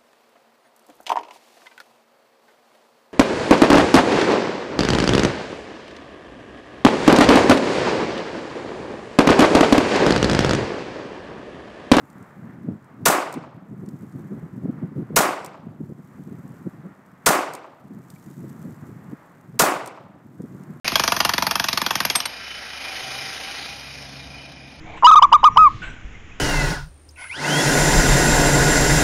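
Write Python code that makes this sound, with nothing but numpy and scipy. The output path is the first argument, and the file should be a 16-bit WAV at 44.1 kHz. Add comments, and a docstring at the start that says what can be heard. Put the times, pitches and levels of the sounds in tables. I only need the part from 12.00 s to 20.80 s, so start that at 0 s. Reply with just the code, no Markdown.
"""Slow pistol fire on a gravel range

Four shots on open ground, a couple of metres from a small microphone: noise bursts with slow pressure swings.
Each blast overloads the recorder, whose gain drops and creeps back under a rolling echo of scattered noise.
After each shot the trigger resets with a double click; cases and grit tick on the gravel, and one case rings.
Wind buffets the microphone as low, ragged swings, stirs dry leaves into hiss and ticks,
and washes through far trees as smooth noise; the microphone adds a faint steady hiss."""
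import sys
import numpy as np
from scipy import signal
from scipy.fft import rfft, irfft, next_fast_len
from scipy.io import wavfile
from scipy.ndimage import uniform_filter1d

SR = 44100
rng = np.random.default_rng(int(sys.argv[2]) if len(sys.argv) > 2 else 0)


def int16_out(signal):
    """Quantize to a 16-bit WAV file."""
    q = np.round(np.clip(np.atleast_2d(signal).T, -1, 1) * 32767)
    wavfile.write(sys.argv[1], SR, q.astype(np.int16))


N = 388067

# the shots: [t/s, relative blast level/dB, relative echo level/dB]
SHOTS = [(1.0543, 15, 14.5), (3.1598, 13.5, 12), (5.2598, 13, 12.5), (7.5911, 13.5, 12.5)]


def pistol(patchy_db=2):
    """Every shot excites the same surroundings, whose clumps of trees answer unevenly."""
    t = np.arange(SR) / SR
    out = np.zeros(N)
    shock, terrain = rng.standard_normal((2, SR))
    # unevenness over frequency bins and 128-sample delay steps
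    clumps = rng.standard_normal((129, SR // 100))
    clumps = uniform_filter1d(clumps, size=6, axis=0)
    clumps = uniform_filter1d(clumps, size=4, axis=1)
    patches_db = patchy_db * evened(clumps)
    for s, blast_db, echo_db in SHOTS:
        add(out, s, amp(blast_db) * blast(shock, t))
        add(out, s, amp(echo_db) * echo(terrain, patches_db, t))
    return out


# spectrum of the tearing crack: [f/Hz, relative level/dB]
CRACK_COLOUR = [(300, -35), (1200, -7.5), (2000, 2), (3000, 0), (4500, 0), (6500, 3), (9000, 2),
                (10500, -2), (14000, -2), (15700, -8)]
# spectrum of the body: [f/Hz, relative level/dB]
BODY_COLOUR = [(20, -27), (60, -27.5), (150, -13), (280, -6), (450, -4), (700, -1), (1000, -3), (1330, 3.5),
               (1850, -11.5), (3000, -25.5), (8000, -57)]
# muzzle blast, then slamming slide: [peak t/s after the shot, relative crack level/dB,
# relative body level/dB, fall/dB per s]
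SURGES = [(.0047, 1.5, 3, 498), (.029, -3, 3, 1301.5)]
# slow pressure swings: [centre t/s after the shot, f/Hz, relative level/dB]
THUMPS = [(.006, 36, -42), (.0365, 195, -19.5)]
CRACK_DB, BODY_DB = -14.5, -13.5
CRACK_SWELL_S, BODY_SWELL_S, BODY_DELAY_S = .005, .003, .0022  # the body follows the crack
# the crack comes back off the near gravel
SIZZLE_S, SIZZLE_RISE_S, SIZZLE_DB, SIZZLE_FALL_DB_PER_S = .048, .015, -14, 266.5


def blast(shock, t):
    """Muzzle blast and slide: a body alike in every shot, a fresh tearing crack and slow pressure swings."""
    sizzle = amp(SIZZLE_DB) * surge(t - SIZZLE_S, SIZZLE_RISE_S, SIZZLE_FALL_DB_PER_S)
    crack_power = sizzle ** 2
    body_power = 0
    for s, crack_db, body_db, fall in SURGES:
        crack_power += (amp(crack_db) * surge(t - s, CRACK_SWELL_S, fall)) ** 2
        body_power += (amp(body_db) * surge(t - s - BODY_DELAY_S, BODY_SWELL_S, fall)) ** 2
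    crack = amp(CRACK_DB) * colour(np.sqrt(crack_power) * rng.standard_normal(len(t)), CRACK_COLOUR)
    body = amp(BODY_DB) * colour(np.sqrt(body_power) * shock, BODY_COLOUR)
    thumps = np.zeros(len(t))
    for s, hz, db in THUMPS:
        swing = np.cos(2 * np.pi * hz * (t - s))
        thumps += amp(db) * swing * np.exp(-(hz * (t - s)) ** 2)
    return crack + body + thumps * np.minimum(t / .002, 1)  # the swings start from rest


def surge(t, rise_s, fall_db_per_s):
    """Swells its last 20 dB in rise_s, reaches one at t = 0, then dies away."""
    return amp(np.minimum(20 * t / rise_s, -fall_db_per_s * t))


# single echoes off banks and fixtures: [t/s after the shot, relative level/dB]
ECHOES = [(.0460, 0), (0.0513, -8.5), (.071, -7.5), (0.0906, -11), (.096, -4), (.1295, -7.5),
          (0.1483, -9.5)]
# spectrum of the whole echo: [f/Hz, relative level/dB]
ECHO_COLOUR = [(60, -62.5), (120, -30.5), (210, -12.5), (300, -0.5), (410, -5), (520, 0), (620, 1),
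               (850, -1), (1180, -1.5), (1420, -4.5), (1650, -9.5), (2250, -11), (3100, -18.5), (4400, -24),
               (8000, -26), (15500, -45.5)]
# loss along the path, on top of the ground loss: [f/Hz, loss/dB per s]
AIR = [(200, -2), (900, 5), (2000, 20.5), (4200, 20.5), (8000, 57), (14000, 119.5)]
# how much scatter is alike in every shot: [f/Hz, share of power]
REPEAT = [(1000, 1), (2200, 0.99), (4000, 1), (7000, .05)]
ECHO_DB = 10.5  # single echoes against the scatter


def echo(terrain, patches_db, t):
    """The range answers each shot alike up to the mid treble; above, moving air scrambles and absorbs it."""
    alike = np.clip(read(REPEAT, np.fft.rfftfreq(len(t), 1 / SR)), 0, 1)
    fresh = rfft(rng.standard_normal(len(t)))
    scatter = irfft(np.sqrt(alike) * rfft(terrain) + np.sqrt(1 - alike) * fresh, len(t))
    hz, delay, z = signal.stft(roll(t) * scatter, SR, nperseg=256)
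    air_db = read(AIR, hz)[:, None] * (delay - 0.1814)  # zero at this delay
    z = z * amp(patches_db[:len(hz), :len(delay)] - air_db)
    paths = signal.istft(z, SR, nperseg=256)[1][:len(t)]
    for s, db in ECHOES:  # broad surfaces return a rounded pressure wave
        add(paths, s, amp(ECHO_DB + db) * signal.windows.hann(29) / 14)
    return colour(paths, ECHO_COLOUR)


# scatter from gravel, grass and trees starts at the first bank, then thins with distance
SCATTER_DB, SCATTER_START_S, SCATTER_RISE_S = -19, .044, .006
SPREAD_S, SPREAD_POWER, GROUND_LOSS_DB_PER_S = .11, 3.23, 34
TREE_LINE_S, TREE_LINE_WIDTH_S, TREE_LINE_DB = .388, .016, 3.5  # the edge of the wood answers late


def roll(t):
    """Strength of the scatter: it spreads and fades with distance, and swells once at the tree line."""
    onset = np.clip((t - SCATTER_START_S) / SCATTER_RISE_S, 0, 1)
    tree_line = np.exp(-((t - TREE_LINE_S) / TREE_LINE_WIDTH_S) ** 2)
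    strength = amp(SCATTER_DB - GROUND_LOSS_DB_PER_S * t + TREE_LINE_DB * tree_line)
    spreading = np.sqrt(1 + (t / SPREAD_S) ** SPREAD_POWER)
    return onset * strength / spreading


# first click of each trigger reset: [t/s, relative level/dB]
RESETS = [(1.326, -30), (3.4465, -31.5), (5.536, -29), (7.8601, -31)]
# spent cases and loose grit on the gravel: [t/s, relative level/dB]
TICKS = [(0.101, -55.5), (.2264, -58), (.844, -62), (1.8612, -52), (1.888, -45), (2.123, -59), (6.102, -43),
         (6.493, -55), (8.4193, -53), (8.6357, -55)]
# spectrum of the contacts: [f/Hz, relative level/dB]
CLICK_COLOUR = [(1000, -33), (3000, -8), (4500, -3.5), (7000, -0.5), (9000, 3.5), (11000, -11.5),
                (13500, -3), (15500, -18)]
RESET_GAP_S = .0145  # between the two clicks of a reset
PING_S, PING_HZ, PING_DB, PING_T60_S = 6.162, 2300, -48, .04  # one case rings on a stone


def clicks(hold_s=0.00095, decay_s=0.0022, ring_db=-20, ring_s=0.018):
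    """Trigger, landing cases and grit: each contact is a brief noisy scrape with a faint tail."""
    t = np.arange(SR // 10) / SR
    out = np.zeros(N)
    scrape = np.exp(-np.maximum(t - hold_s, 0) / decay_s)
    shape = scrape + amp(ring_db) * np.exp(-t / ring_s)
    second_clicks = [(s + RESET_GAP_S, db) for s, db in RESETS]
    for s, db in TICKS + RESETS + second_clicks:
        add(out, s, amp(db) * shape * rng.standard_normal(len(t)))
    out = colour(out, CLICK_COLOUR)
    ping = amp(PING_DB - 60 * t / PING_T60_S) * np.sin(2 * np.pi * PING_HZ * t)
    add(out, PING_S, ping)
    return out


# the hardest eddies on the microphone: [peak t/s, half length/s, relative level/dB]
BUFFETS = [(.688, 0.0044, -18.5), (0.7, 0.049, -29.5), (1.373, 0.013, -14.5), (1.882, 0.0073, -23.5),
           (2.322, 0.015, -24), (2.657, 0.0036, -18), (2.693, 0.012, -18.5), (2.837, 0.015, -21),
           (3.107, 0.005, -22), (3.143, 0.012, -23), (3.671, 0.0036, -17.5), (3.811, 0.0065, -21),
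           (3.921, 0.0057, -25.5), (4.67, 0.011, -22), (4.86, 0.016, -31.5), (5.915, 0.011, -28.5),
           (6.656, 0.0098, -26), (7.131, .012, -29), (8.403, 0.006, -21.5), (8.444, 0.011, -26.5)]
# spectrum of small fast eddies, also played by wind(): [f/Hz, relative level/dB]
FLUTTER_COLOUR = [(120, -25), (300, 3.5), (460, -5), (700, -18.5), (1200, -42.5), (6000, -80)]


def buffets(gain_db=1, eddy_hz=190, spread=.2, waver_hz=90, tear=.3, port_hz=105):
    """Each hard eddy gives a short, ragged push and pull; the port holds back the deep bass."""
    t = np.arange(N) / SR
    push = np.zeros(N)
    for s, half_s, db in BUFFETS:
        push += amp(db + gain_db) * np.exp(-np.minimum(abs(t - s) / half_s, 10) ** 1.4)
    wavering_hz = eddy_hz * np.exp(spread * wander(waver_hz))
    swing = np.sin(2 * np.pi * np.cumsum(wavering_hz) / SR)
    ragged = colour(rng.standard_normal(N), FLUTTER_COLOUR)
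    port = signal.butter(3, port_hz, "highpass", fs=SR, output="sos")
    return signal.sosfilt(port, push * (swing + tear * ragged))


# strength of the wind at the microphone: [t/s, level/dB]
WIND = [(0, -47.5), (.35, -46.5), (.72, -34.5), (.84, -57.5), (.96, -39.5), (1.5, -37), (1.8, -30.5),
        (2.1, -35.5), (2.75, -32.5), (3.48, -38), (3.87, -33.5), (4.07, -41.5), (4.35, -35), (4.6, -43.5),
        (5.15, -49.5), (5.8, -50), (5.95, -33.5), (6.12, -45.5), (6.55, -35), (7.1, -42), (7.25, -58.5),
        (7.52, -39.5), (8.1, -45), (8.46, -33), (8.8, -45.5)]
# spectrum of the wind rumble: [f/Hz, relative level/dB]
WIND_COLOUR = [(20, -46.5), (55, -31.5), (85, -14.5), (135, 1), (200, -1.5), (270, -7.5), (350, -12.5),
               (500, -28), (800, -38.5), (2000, -64)]


def wind(lumps_db=5.0, lump_rate_hz=26, bright_db=-24):
    """Turbulence at the microphone port: random eddies, brighter when it blows harder."""
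    strength = curve_gain(WIND, np.arange(N) / SR)
    lumps = evened(amp(lumps_db * np.clip(wander(lump_rate_hz), -2, 2)))
    flow = strength * lumps
    rumble = colour(rng.standard_normal(N), WIND_COLOUR)
    flutter = colour(rng.standard_normal(N), FLUTTER_COLOUR)
    brightness = amp(bright_db) * flow / np.mean(flow)
    return flow * (rumble + brightness * flutter)


# dry leaves: [t/s, relative level/dB]
RUSTLE = [(.2, -68), (.6, -76.5), (1.3, -78.5), (2, -65), (2.9, -78), (3.7, -71), (4.15, -68),
          (4.65, -66.5), (5, -74.5), (5.9, -68.5), (6.15, -62), (6.65, -62.5), (7.4, -71.5), (8.15, -73.5),
          (8.5, -65), (8.8, -68)]
# spectrum of the leaves: [f/Hz, relative level/dB]
LEAVES_COLOUR = [(1500, -15), (3200, -4), (5200, -3.5), (7500, 3), (10000, -4), (12500, 0.5), (14700, -2),
                 (15600, -9)]
# wind in the far trees: [t/s, level/dB]
TREES = [(0, -51), (2, -53.5), (2.8, -51.5), (3.9, -55.5), (5.1, -52), (6.1, -55.5), (6.95, -52),
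         (8.4, -55.5), (8.8, -52)]
# spectrum of the far trees: [f/Hz, relative level/dB]
FAR_COLOUR = [(30, -18.5), (150, 3.5), (400, -0.5), (700, -0.5), (1200, -0.5), (1950, -7), (2800, -22),
              (4300, -33), (8000, -42.5)]


def breeze(swell_db=1.44, leaves_db=-4.5, crackle_db=-3, grain_db=5, grains_per_s=320):
    """Smooth wash of distant trees, and dry leaves that hiss and tick in the gusts."""
    t = np.arange(N) / SR
    swell = amp(swell_db * wander(5.6))
    wash = curve_gain(TREES, t) * swell * colour(rng.standard_normal(N), FAR_COLOUR)
    # ticks at random moments, of uneven strength, each a noise grain with a 1.5 ms decay
    grains = rng.random(N) < grains_per_s / SR
    ticks = grains * amp(grain_db * np.minimum(rng.exponential(1, N), 3))
    envelope = signal.lfilter([1], [1, -np.exp(-1 / (0.0015 * SR))], ticks)
    crackle = evened(envelope * rng.standard_normal(N))
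    rustle = amp(leaves_db) * rng.standard_normal(N) + amp(crackle_db) * crackle
    return wash + curve_gain(RUSTLE, t) * colour(rustle, LEAVES_COLOUR)


def hiss(hiss_db=-75):
    """Steady noise of the microphone itself."""
    # [f/Hz, relative level/dB]
    spectrum = [(100, 6.5), (3000, 8.0), (8500, 1.5), (10500, -3.5), (15500, -4)]
    return amp(hiss_db) * colour(rng.standard_normal(N), spectrum)


def amp(db):
    """Decibels to gain."""
    return 10 ** (np.asarray(db) / 20)


def evened(x):
    """Scales to an rms of one."""
    return x / np.sqrt(np.mean(x ** 2) + 1e-20)


def read(points, hz):
    """Reads a table on a log-frequency axis."""
    f, value = np.transpose(points)
    return np.interp(np.log(hz + 1), np.log(f + 1), value)


def curve_gain(rows, t):
    """Gain of a dB curve at the times t."""
    return amp(np.interp(t, *np.transpose(rows)))


def add(mix, s, sound):
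    """Mixes a sound in at s seconds."""
    part = mix[max(round(s * SR), 0):][:len(sound)]
    part += sound[:len(part)]  # a view, so the mix itself changes


def colour(x, points, size=4096):
    """Causal minimum-phase filter of unit energy with the given spectrum."""
    log_gain = np.log(amp(read(points, abs(np.fft.fftfreq(size, 1 / SR)))))
    response = np.exp(np.conj(signal.hilbert(log_gain)))
    taps = np.fft.ifft(response).real[:size // 2]
    return signal.oaconvolve(x, taps / np.linalg.norm(taps))[:len(x)]


def wander(rate_hz):
    """Slow random motion of rms one, fading out around the given rate."""
    size = next_fast_len(N, True)
    hz = np.fft.rfftfreq(size, 1 / SR)
    spectrum = rfft(rng.standard_normal(size)) * np.exp(-(hz / rate_hz) ** 2)
    return evened(irfft(spectrum, size)[:N])


def scene():
    """Shots, clicks and weather at one microphone."""
    return (pistol() + clicks() + wind() + buffets() + breeze() + hiss())[None]


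def record(dry, limit_db=-10.0, recovery_db_per_s=10, ceiling=0.63, edge_hz=15750):
    """Gain control drops at each blast and recovers slowly; peaks saturate; then the band limit."""
    power = abs(uniform_filter1d(dry[0] ** 2, size=SR // 50))  # 20 ms average
    power_db = 10 * np.log10(power + 1e-12)
    # a peak hold that sinks at the recovery rate
    climb = np.arange(N) / SR * recovery_db_per_s
    held_db = np.maximum.accumulate(power_db + climb) - climb
    over_db = np.maximum(held_db - limit_db, 0)
    squashed = ceiling * np.tanh(dry * amp(-over_db) / ceiling)
    band_limit = signal.firwin(401, edge_hz, window=("kaiser", 8), fs=SR)
    return signal.oaconvolve(squashed, band_limit[None], "same")


dry = scene()
out = record(dry)
int16_out(out)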